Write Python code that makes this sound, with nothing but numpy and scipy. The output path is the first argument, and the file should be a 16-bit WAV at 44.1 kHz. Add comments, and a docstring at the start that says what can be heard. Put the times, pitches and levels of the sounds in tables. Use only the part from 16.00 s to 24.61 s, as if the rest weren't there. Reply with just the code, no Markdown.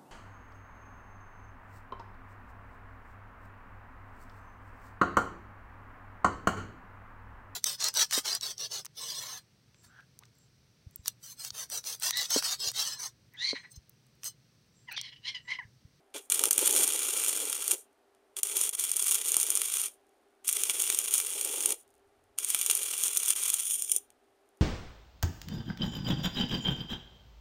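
"""A faint fan hums, then a welding rod scratches a thin steel tube and its arc burns four times.
The arc sizzles and crackles, drops of metal short it with sharp pops, and hot gas gives a low,
fluttering roar. The tube rings, and the steel and a wooden deck below throw each snap back.
Between burns, spatter and cooling slag (the crust on the weld) tick softly."""
import sys
import numpy as np
from scipy import signal
from scipy.fft import rfft, irfft, next_fast_len
from scipy.io import wavfile
from scipy.ndimage import uniform_filter1d, map_coordinates

SR = 44100
rng = np.random.default_rng(int(sys.argv[2]) if len(sys.argv) > 2 else 0)


def generate_wav(sig):
    """Save sig (samples, or channels by samples) to the path in sys.argv[1] as 16-bit PCM at SR."""
    pcm = np.round(np.clip(np.atleast_2d(sig).T, -1, 1) * 32767).astype(np.int16)
    wavfile.write(sys.argv[1], SR, pcm)


N = 379701
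TIME = np.arange(N) / SR


def amp(db):
    """Turn decibels into a gain."""
    return 10 ** (np.asarray(db) / 20)


def unit(x):
    """Scale x to an average power of 1."""
    return x / np.sqrt(np.mean(x ** 2) + 1e-20)


def along(points, hz):
    """Read between (frequency, value) points on a log frequency axis."""
    freqs, values = np.transpose(points)
    return np.interp(np.log(hz + 1), np.log(freqs + 1), values)


def curves(rows):
    """Turn each column after the time into one value per sample."""
    times, *columns = np.transpose(rows)
    return [np.interp(TIME, times, column) for column in columns]


def spans(rows, edge_s):
    """Add up flat bumps with sloping edges, one per (start, length, height) row."""
    return sum(np.interp(TIME, [s - edge_s, s, s + length, s + length + edge_s], [0, height, height, 0])
               for s, length, height in rows)


def wobble(rate):
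    """A smooth curve through `rate` random values a second."""
    return map_coordinates(rng.standard_normal(int(N * rate / SR) + 4), [TIME * rate])


def filtered(x, response):
    """Scale and shift each frequency of x by response(hz)."""
    size = next_fast_len(len(x) + SR // 10)
    return irfft(rfft(x, size) * response(np.fft.rfftfreq(size, 1 / SR)), size)[:len(x)]


def resonances(modes, hz):
    """The response of something that rings at each (frequency, width, level) row."""
    return sum(amp(db) * 1j * hz * width / (f * f - hz * hz + 1j * hz * width) for f, width, db in modes)


def noise(spectrum):
    """Noise of power 1, shaped by (frequency, level) points."""
    return unit(filtered(rng.standard_normal(N), lambda hz: amp(along(spectrum, hz))))


# the hum of the welder's fan: (frequency [Hz], level [dB])
FAN_TONES = [(392, -75.5), (330, -86)]
# the steady rush of air: (frequency [Hz], relative level [dB])
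AIR_SPECTRUM = [(15, -60.5), (25, -37.5), (193, -39), (227, -17), (331, -16.5), (368, -20.5), (399, -4.5),
                (445, -18.5), (782, -14), (919, -22.5), (1410, -23.5), (2420, -30), (7500, -40),
                (8810, -37), (15500, -46.5)]
def fan():
    """The fan hums two slightly unsteady tones over a rush of air."""
    hum = 0
    for hz, db in FAN_TONES:
        level = amp(db + 1.1 * wobble(7))
        phase = 2 * np.pi * np.cumsum(hz + 0.7 * wobble(4)) / SR
        hum += level * np.sqrt(2) * np.sin(phase)
    return hum + amp(-69) * noise(AIR_SPECTRUM)


# a faint distant rumble: (time [s], level [dB])
RUMBLE_LEVELS = [(0, -91), (3.5, -91), (5.3, -91.5), (6.3, -77.5), (7.8, -82.5), (8.6, -91)]
def rumble():
    """Low noise from far away swells slowly."""
    level = amp(curves(RUMBLE_LEVELS)[0])
    return level * noise([(20, -8), (55, -1), (120, -3.5), (170, -22), (600, -76.5)])


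# the tone of one electric snap: (frequency [Hz], relative level [dB])
SNAP_SPECTRUM = [(120, -33.5), (700, -28), (1150, -16), (1800, -21.5), (2400, -18), (3400, -11),
                 (4100, -15), (5000, -15.5), (5700, -14), (7000, -5), (7800, -7.5), (9300, -0.5),
                 (10600, -5.5), (12100, -8.5), (13200, -14), (15300, -12.5)]
def snapped(x, body_db, split_hz=4700):
    """Turn each click into a snap. body_db sets how full it sounds: the part below split_hz."""
    size = 1024
    hz = np.fft.rfftfreq(size, 1 / SR)
    gain = amp(along(SNAP_SPECTRUM, hz))
    gain /= np.sqrt(np.mean(gain ** 2 * (hz > split_hz)))
    # minimum phase: a sudden start, then the ring
    fold = np.r_[1, np.full(size // 2 - 1, 2), 1, np.zeros(size // 2 - 1)]
    cepstrum = irfft(np.log(gain)) * fold
    snap = irfft(np.exp(rfft(cepstrum)))

    def band(sound, kind):
        sections = signal.butter(2, split_hz, kind, fs=SR, output="sos")
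        return signal.sosfilt(np.tile(sections, (2, 1)), sound)

    clicks = band(x, "high") + band(x * amp(body_db), "low")
    thin = signal.lfilter(*signal.butter(1, 220, "high", fs=SR), clicks)
    return signal.fftconvolve(thin, snap)[:N]


def spits(rate, spread_db):
    """Scattered clicks of uneven size, about `rate` a second."""
    return (rng.random(N) < rate / SR) * amp(spread_db * rng.uniform(-1, 1, N))


def cooling_slag():
    """Slag crackles faintly, in patches, as it shrinks."""
    return snapped(amp(-65 + 4 * wobble(7)) * spits(rate=70, spread_db=8), body_db=-4.5)


def bursts(rows, spray_db, spray_s=0.0027, lead_s=0.0007):
    """Each drop sputters for an instant, goes off in one sharp click and scatters smaller ones."""
    lead = SR // 200
    t = np.arange(-lead, 2 * lead) / SR
    swell = np.exp(np.minimum(t / lead_s, -t / spray_s))
    clicks, body = np.zeros((2, N + len(t)))
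    for s, db, body_db in rows:
        spray = swell * rng.standard_normal(len(t)) ** 3
        burst = amp(spray_db) * spray / np.linalg.norm(spray)
        burst[lead] = 1  # the main click
        start = round(s * SR) - lead
        clicks[start:start + len(t)] += amp(db) * burst
        body[start:start + len(t)] = body_db
    return snapped(clicks[:N], body[:N])


# spatter and slag between burns: (time [s], level [dB], body gain [dB])
SPATTER_TICKS = [(.1415, -27.5, 12), (1.93, -51, -9), (2.149, -46.5, 8), (4.068, -49.5, 0),
                 (4.093, -48.5, -1.5), (5.812, -36.5, -10), (5.905, -43.5, -3.5), (6.24, -48, -1.5),
                 (6.363, -56.5, -9), (8.104, -34, 5), (8.49, -45, -2), (8.573, -44.5, -4.5)]
def spatter():
    """Bits of spatter and slag tick while the arc is out."""
    return bursts(SPATTER_TICKS, spray_db=-13, spray_s=0.002, lead_s=0.0004)


# large drops that push the air: (time [s], level [dB])
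AIR_PUSHES = [(0.143, -42.5), (0.4413, -23), (0.5908, -26.5), (0.762, -29), (3.368, -20), (4.9002, -26.5),
              (5.1397, -30), (5.6578, -28), (6.5481, -26.5), (6.7004, -34), (7.0355, -30), (7.172, -31),
              (7.5408, -33.5)]
def thumps(push_s=0.00031, knock_hz=430, knock_s=0.003):
    """A bursting drop gives one quick push of air and a short hollow knock from the tube."""
    t = np.arange(SR // 10) / SR
    push = (1 - t / push_s) * np.exp(-t / push_s)
    knock = amp(-27.5) * np.sin(2 * np.pi * knock_hz * t) * np.exp(-t / knock_s)
    thump = signal.lfilter(*signal.butter(4, 1500, fs=SR), push + knock)
    hits = np.zeros(N)
    for s, db in AIR_PUSHES:
        hits[round(s * SR)] = amp(db)
    return signal.fftconvolve(hits, thump)[:N]


def gate(start, end, fall_db_per_s, rise_db_per_s=4199):
    """A gain that snaps on at start, holds, and dies away from end."""
    db = np.minimum((TIME - start) * rise_db_per_s, (end - TIME) * fall_db_per_s)
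    return amp(np.clip(db, -140, 0))


# a short scratch, then four burns: (start [s], end [s], body gain [dB], hiss afterwards [dB])
ARC_BURNS = [(0.145, 0.178, 13.5, -57.5), (0.304, 1.736, 4, -47.5), (2.368, 3.865, 2.5, -59),
             (4.447, 5.727, 3, -54), (6.381, 7.966, 3, -61)]
def burning(fall_db_per_s):
    """0 dB while the arc is lit, falling each time it goes out."""
    return 20 * np.log10(sum(gate(start, end, fall_db_per_s) for start, end, _, _ in ARC_BURNS))


# the arc's slow drift: (time [s], sizzle level [dB], gas roar level [dB])
ARC_DRIFT = [(0.155, -44, -47.5), (0.33, -34.5, -53.5), (0.44, -35.5, -41.5), (0.53, -38.5, -53.5),
             (0.62, -30, -43.5), (0.8, -30, -42), (0.98, -33.5, -53.5), (1.25, -31.0, -48),
             (1.45, -36, -46.5), (1.64, -37, -58), (1.73, -35, -44), (2.38, -38, -56), (2.48, -36, -56.5),
             (2.6, -33, -52.5), (2.78, -37.5, -62.5), (3.03, -35, -60), (3.25, -36, -56.5),
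             (3.59, -34, -53), (3.68, -34.5, -62.5), (3.85, -34.5, -57), (4.46, -43.5, -76),
             (4.56, -34, -58), (4.72, -34, -54.5), (5.0, -34.5, -56), (5.28, -37.5, -59),
             (5.42, -36, -50.5), (5.6, -34, -50), (5.71, -37.0, -49), (6.4, -40.5, -61),
             (6.52, -36.5, -64.5), (6.82, -34.5, -57), (7.13, -36, -61), (7.3, -32.5, -58.5),
             (7.62, -33.5, -72.5), (7.74, -33, -70.0), (7.85, -39, -68), (7.95, -34.5, -62.5)]
# the arc flares and its crackle swells: (start [s], length [s], boost [dB])
ARC_FLARES = [(0.314, 0.047, 5.5), (0.44, 0.049, 4), (0.655, 0.023, 6.5), (0.76, 0.08, 5),
              (1.275, 0.022, 4), (1.52, 0.014, 2), (1.708, 0.033, 8), (2.57, 0.0072, 9), (2.613, 0.034, 6),
              (2.798, 0.052, 7), (3.005, 0.03, 4), (3.06, 0.095, 5.5), (3.26, 0.034, 5),
              (3.395, 0.024, 5.5), (3.735, 0.08, 2.5), (4.476, 0.023, 10.5), (4.692, 0.022, 2.5),
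              (4.795, 0.048, 4), (5.128, 0.06, 7.5), (5.69, 0.03, 5), (6.495, 0.015, 9), (6.7, 0.014, 1.5),
              (7.03, 0.048, 7), (7.282, 0.022, 3.5), (7.425, 0.009, 1), (7.49, 0.015, -2),
              (7.705, 0.041, 5), (7.915, 0.015, 4.5)]
# the rod sticks and chokes the arc: (start [s], length [s], dip [dB])
ROD_STALLS = [(0.493, 0.016, 26), (2.402, 0.035, 40), (2.702, 0.023, 27), (2.757, 0.013, 20),
              (2.944, 0.0066, 10), (7.34, 0.012, 18), (7.868, 0.017, 4.5)]
def arc_levels():
    """Sizzle, body and roar in dB as the arc drifts, flares, stalls and sinks into its crater."""
    sizzle_drift, roar_drift = curves(ARC_DRIFT)
    flare_db = spans(ARC_FLARES, edge_s=0.006)
    stall_db = spans(ROD_STALLS, edge_s=0.0027)
    sizzle_db = 0.32 + sizzle_drift + burning(fall_db_per_s=657) + flare_db - stall_db
    roar_db = 0.2 + roar_drift + burning(fall_db_per_s=381) - 0.71 * stall_db
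    body_db, = curves([(s, body) for start, end, body, _ in ARC_BURNS for s in (start, end)])
    body_db -= 0.52 * flare_db  # a flare lifts the body less than the treble
    body_db -= 18 * (curves(ROD_DEPTH)[0] - ROD_DEPTH[0][1])  # the sound thins as the rod sinks
    return sizzle_db, body_db, roar_db


def crackle(rate, spread_db, clump_db):
    """Tiny sparks of uneven size come in clumps, at a steady average power."""
    fires = rng.random(N) < rate / SR
    size_db = spread_db * np.clip(rng.standard_normal(N), -3, 2.2)
    sparks = fires * amp(size_db + clump_db * wobble(130))
    power = np.abs(uniform_filter1d(sparks ** 2, size=2200))
    return sparks / np.sqrt(power + 1e-9)


def hiss():
    """Gas hisses with a quick flicker."""
    return unit(rng.standard_normal(N) * amp(2.5 * wobble(160)))


def arc(sizzle_db, body_db):
    """A hot arc crackles and spits; as it dies only a hiss of gas is left."""
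    heat = np.clip((sizzle_db + 56) / 10, 0, 1)
    spark_share = 0.73 * heat
    fizz = np.sqrt(1 - spark_share) * hiss()
    fizz += np.sqrt(spark_share) * crackle(rate=1500, spread_db=2, clump_db=3.5)
    fizz += amp(20.5) * heat * spits(rate=45, spread_db=4)
    # the body flickers at random under the treble
    return snapped(amp(sizzle_db) * fizz, body_db + 1.3 * wobble(200))


# the tone of the hot gas: (frequency [Hz], relative level [dB])
GAS_SPECTRUM = [(30, -41.5), (200, -34.5), (300, -11), (410, 0), (540, -5), (730, -17.5), (860, -8),
                (1100, -27), (3000, -74.5)]
def gas_roar(roar_db):
    """Gas from the rod's coating flutters as it expands; a strong jet also sounds deeper."""
    jet = np.clip((roar_db + 60.5) / 12, 0, 1)
    deep = noise([(190, -47), (240, -4), (310, -2), (420, -12), (900, -71)])
    gas = noise(GAS_SPECTRUM) + amp(-12) * jet * deep
    flutter = unit(amp(3.1 * wobble(70)))
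    return amp(roar_db) * gas * flutter


def after_hiss(hold_s=0.075):
    """The hot rod goes on hissing thinly just after the arc goes out."""
    level = sum(amp(db) * gate(end, end + hold_s, fall_db_per_s=600) for _, end, _, db in ARC_BURNS)
    return snapped(level * hiss(), body_db=-15)


# large drops of melted metal: (time [s], relative level [dB], body gain [dB])
DROP_POPS = [(0.3006, -3.5, -9), (0.3214, 2.0, 0.5), (0.3935, -1.5, 2), (0.4386, 2.5, 5.5),
             (0.4556, 1.0, -5), (0.5098, 5.5, -3.5), (0.5307, -0.5, -7), (0.5801, 2, -3),
             (0.5913, -0.5, -4), (0.6766, -2, -2), (0.7272, -2, -20), (0.7633, 0, 2.5), (0.7898, -8, -11),
             (0.8332, -0.5, -9), (0.8774, -3, -15), (1.2838, -5, -17), (1.5288, -6.5, 6.5),
             (1.6797, -1.5, -3), (1.7117, -4, 2), (2.3674, -12.5, 4), (2.4324, 1.5, -7.5), (2.5701, -7, -3),
             (2.6924, -5, -8.5), (2.9161, -3, -6), (2.9672, -1.5, -21), (3.0252, -4.5, -6.5),
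             (3.1111, -1.5, -5.5), (3.1446, -1.5, -7), (3.285, -6, -4), (3.3192, -1.5, -14),
             (3.3433, -3.5, 0), (3.3675, 3.5, -9), (3.4141, -5, -6), (3.4304, -2, -4), (3.5039, 0.0, -5),
             (3.5533, -1.5, -12.5), (3.5737, -3.5, 1), (3.6176, -3.5, 2.5), (3.8162, -7, -6),
             (4.4802, -1.5, -12), (4.4907, -2, 0), (4.528, -2, -15), (4.5686, -7, 7), (4.6358, 0.0, -2.5),
             (4.6973, -5.5, 10.5), (4.8019, -6, -2), (4.9012, -1, 5.5), (4.9474, -2.5, -13.5),
             (4.989, 1.5, -8.5), (5.1398, 4.5, -4.5), (5.1803, -0.5, -14), (5.2014, -5, 4.5),
             (5.2685, -10, 2), (5.4119, -5.5, -3), (5.4485, -4.5, -11), (5.6064, -10, 2), (5.6591, 3, -5.5),
             (5.7061, -8.5, 5.5), (5.7228, -6.5, -6), (6.3869, -3.5, -1.5), (6.4466, -5.0, -3),
             (6.503, -3.5, -0.5), (6.5472, 0.5, 3), (6.6137, -3, -2), (6.6627, -1.5, -2),
             (6.6994, -1.5, 8.5), (6.712, 2, -1), (6.752, -1, -11), (6.937, -13.5, 12), (7.0366, 0, -5.5),
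             (7.1725, 4, -17), (7.2898, -5.5, -6), (7.3049, -1.5, -8), (7.5018, -1.5, -5), (7.5412, 0, -15),
             (7.7092, -5, 1), (7.8222, -2, -7.5), (7.9174, 1.5, -19), (7.9636, 0, -20.5)]
def large_drops():
    """A large drop shorts the arc and bursts with a sharp pop."""
    return amp(2) * bursts(DROP_POPS, spray_db=-3)


def small_drops(sizzle_db, rate=15, above_sizzle_db=26.5):
    """Small drops burst at random; their level follows the sizzle."""
    count = int(rate * N / SR)
    times = rng.uniform(ARC_BURNS[0][0], ARC_BURNS[-1][1], count)
    level_db = sizzle_db[(times * SR).astype(int)] + above_sizzle_db
    body_db = rng.uniform(-9, 3, count)
    return bursts(zip(times, level_db, body_db), spray_db=-1.5)


# how deep the rod sits in its crater: (time [s], depth [0-1])
ROD_DEPTH = [(7.55, 0.32), (7.7, 0.66), (7.95, 0.73)]
# where the crater rings: (frequency [Hz], width [Hz], level [dB])
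CRATER_MODES = [(2620, 680, -7.5), (3220, 590, -2.5), (5510, 290, 1.5), (6044, 140, 4), (7166, 420, 2.5),
                (8430, 550, -3), (9480, 680, 3), (11880, 1800, -6.5), (14700, 220, -4)]
def crater(x):
    """Deep in its crater the arc turns hollow and whistles."""
    depth, = curves(ROD_DEPTH)
    return (1 - depth) * x + depth * filtered(x, lambda hz: resonances(CRATER_MODES, hz))


# two echoes off the steel for each rod position:
# (start [s], first delay [ms], first gain [ratio], second delay [ms], second gain [ratio])
STEEL_ECHOES = [(0, 0.344, 0.13, 0.7, 0.042), (2.2, 0.34, 0.14, 0.32, 0.078),
                (4.3, 0.33, 0.23, 0.38, 0.064), (6.2, 0.328, 0.21, 0.36, 0.048),
                (7.65, 0.33, 0.35, 0.61, 0.14)]
def steel_echoes(x, sway=0.016):
    """Quick echoes off the steel colour the sound; they shift as the hand sways the rod."""
    rows = np.array(STEEL_ECHOES)
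    held = rows[np.searchsorted(rows[1:, 0], TIME)]
    out, power = x, 1
    for ms, gain in (held[:, 1:3].T, held[:, 3:5].T):
        lag = ms * SR / 1000 * (1 + sway * wobble(5.3))
        out = out + gain * map_coordinates(x, [np.arange(N) - lag], order=5)
        power = power + gain ** 2
    return out / np.sqrt(power)


# where the steel tube rings: (frequency [Hz], width [Hz], level [dB])
TUBE_MODES = [(903, 16, -12.5), (1384, 190, -3.5), (1564, 88, -0.5), (1930, 120, -4.5), (2320, 80, 4),
              (2745, 110, -6.5), (4160, 57, -4), (4630, 130, -4), (6650, 270, -7.5)]
def tube(x):
    """Each snap sets the tube ringing."""
    return filtered(x, lambda hz: 1 + resonances(TUBE_MODES, hz))


# echoes off the frame, the deck and things nearby: (delay [ms], gain [ratio])
DECK_ECHOES = [(.901, 0.11), (1.46, 0.032), (2.1, 0.053), (2.437, 0.11), (2.935, 0.12), (7.45, 0.066),
               (14, 0.017), (17.9, 0.072), (19.4, 0.13)]
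def deck_echoes(x):
    """Nearby surfaces throw the sound back; the overall power stays about the same."""
    def response(hz):
        return 1 + sum(gain * np.exp(-2j * np.pi * hz * ms / 1000) for ms, gain in DECK_ECHOES)

    power = 1 + sum(gain ** 2 for _, gain in DECK_ECHOES)
    return filtered(x, response) / np.sqrt(power)


# the echo of the walls: (frequency [Hz], time to fade by 60 dB [s])
WALL_DECAY = [(300, 0.16), (3000, 0.3), (9000, 0.12), (15000, 0.21)]
def walls(x, build_s=0.0091):
    """The walls answer with a short, blurred echo that lasts longest near 3 kHz."""
    hz, t, spectrum = signal.stft(rng.standard_normal(SR // 2), SR, nperseg=256)
    fade = amp(-60 * t / along(WALL_DECAY, hz)[:, None])
    tail = signal.istft(spectrum * fade, SR, nperseg=256)[1]
    tail *= 1 - np.exp(-(np.arange(len(tail)) / SR / build_s) ** 2)
    return signal.fftconvolve(x, tail / np.linalg.norm(tail))[:N]


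def scene():
    """The arc and its pops in their surroundings, over the fan and the rumble."""
    sizzle_db, body_db, roar_db = arc_levels()
    pops = large_drops() + small_drops(sizzle_db)
    ticks = spatter() + cooling_slag()
    snaps = crater(arc(sizzle_db, body_db) + after_hiss() + pops) + ticks
    weld = tube(steel_echoes(snaps)) + gas_roar(roar_db) + thumps()
    return (deck_echoes(weld) + amp(-21.5) * walls(weld) + fan() + rumble())[None]


def record(dry, ceiling=0.66, top_hz=15520):
    """The microphone's opening rings and smears each snap; loud pops squash; the top treble is cut."""
    smeared = filtered(dry[0], lambda hz: 1 - 2 * resonances([(10500, 4500, 0)], hz))
    squashed = smeared / (1 + np.abs(smeared / ceiling) ** 6) ** (1 / 6)
    return filtered(squashed, lambda hz: 1 / np.sqrt(1 + (hz / top_hz) ** 300))[None]


dry = scene()
out = record(dry)
generate_wav(out)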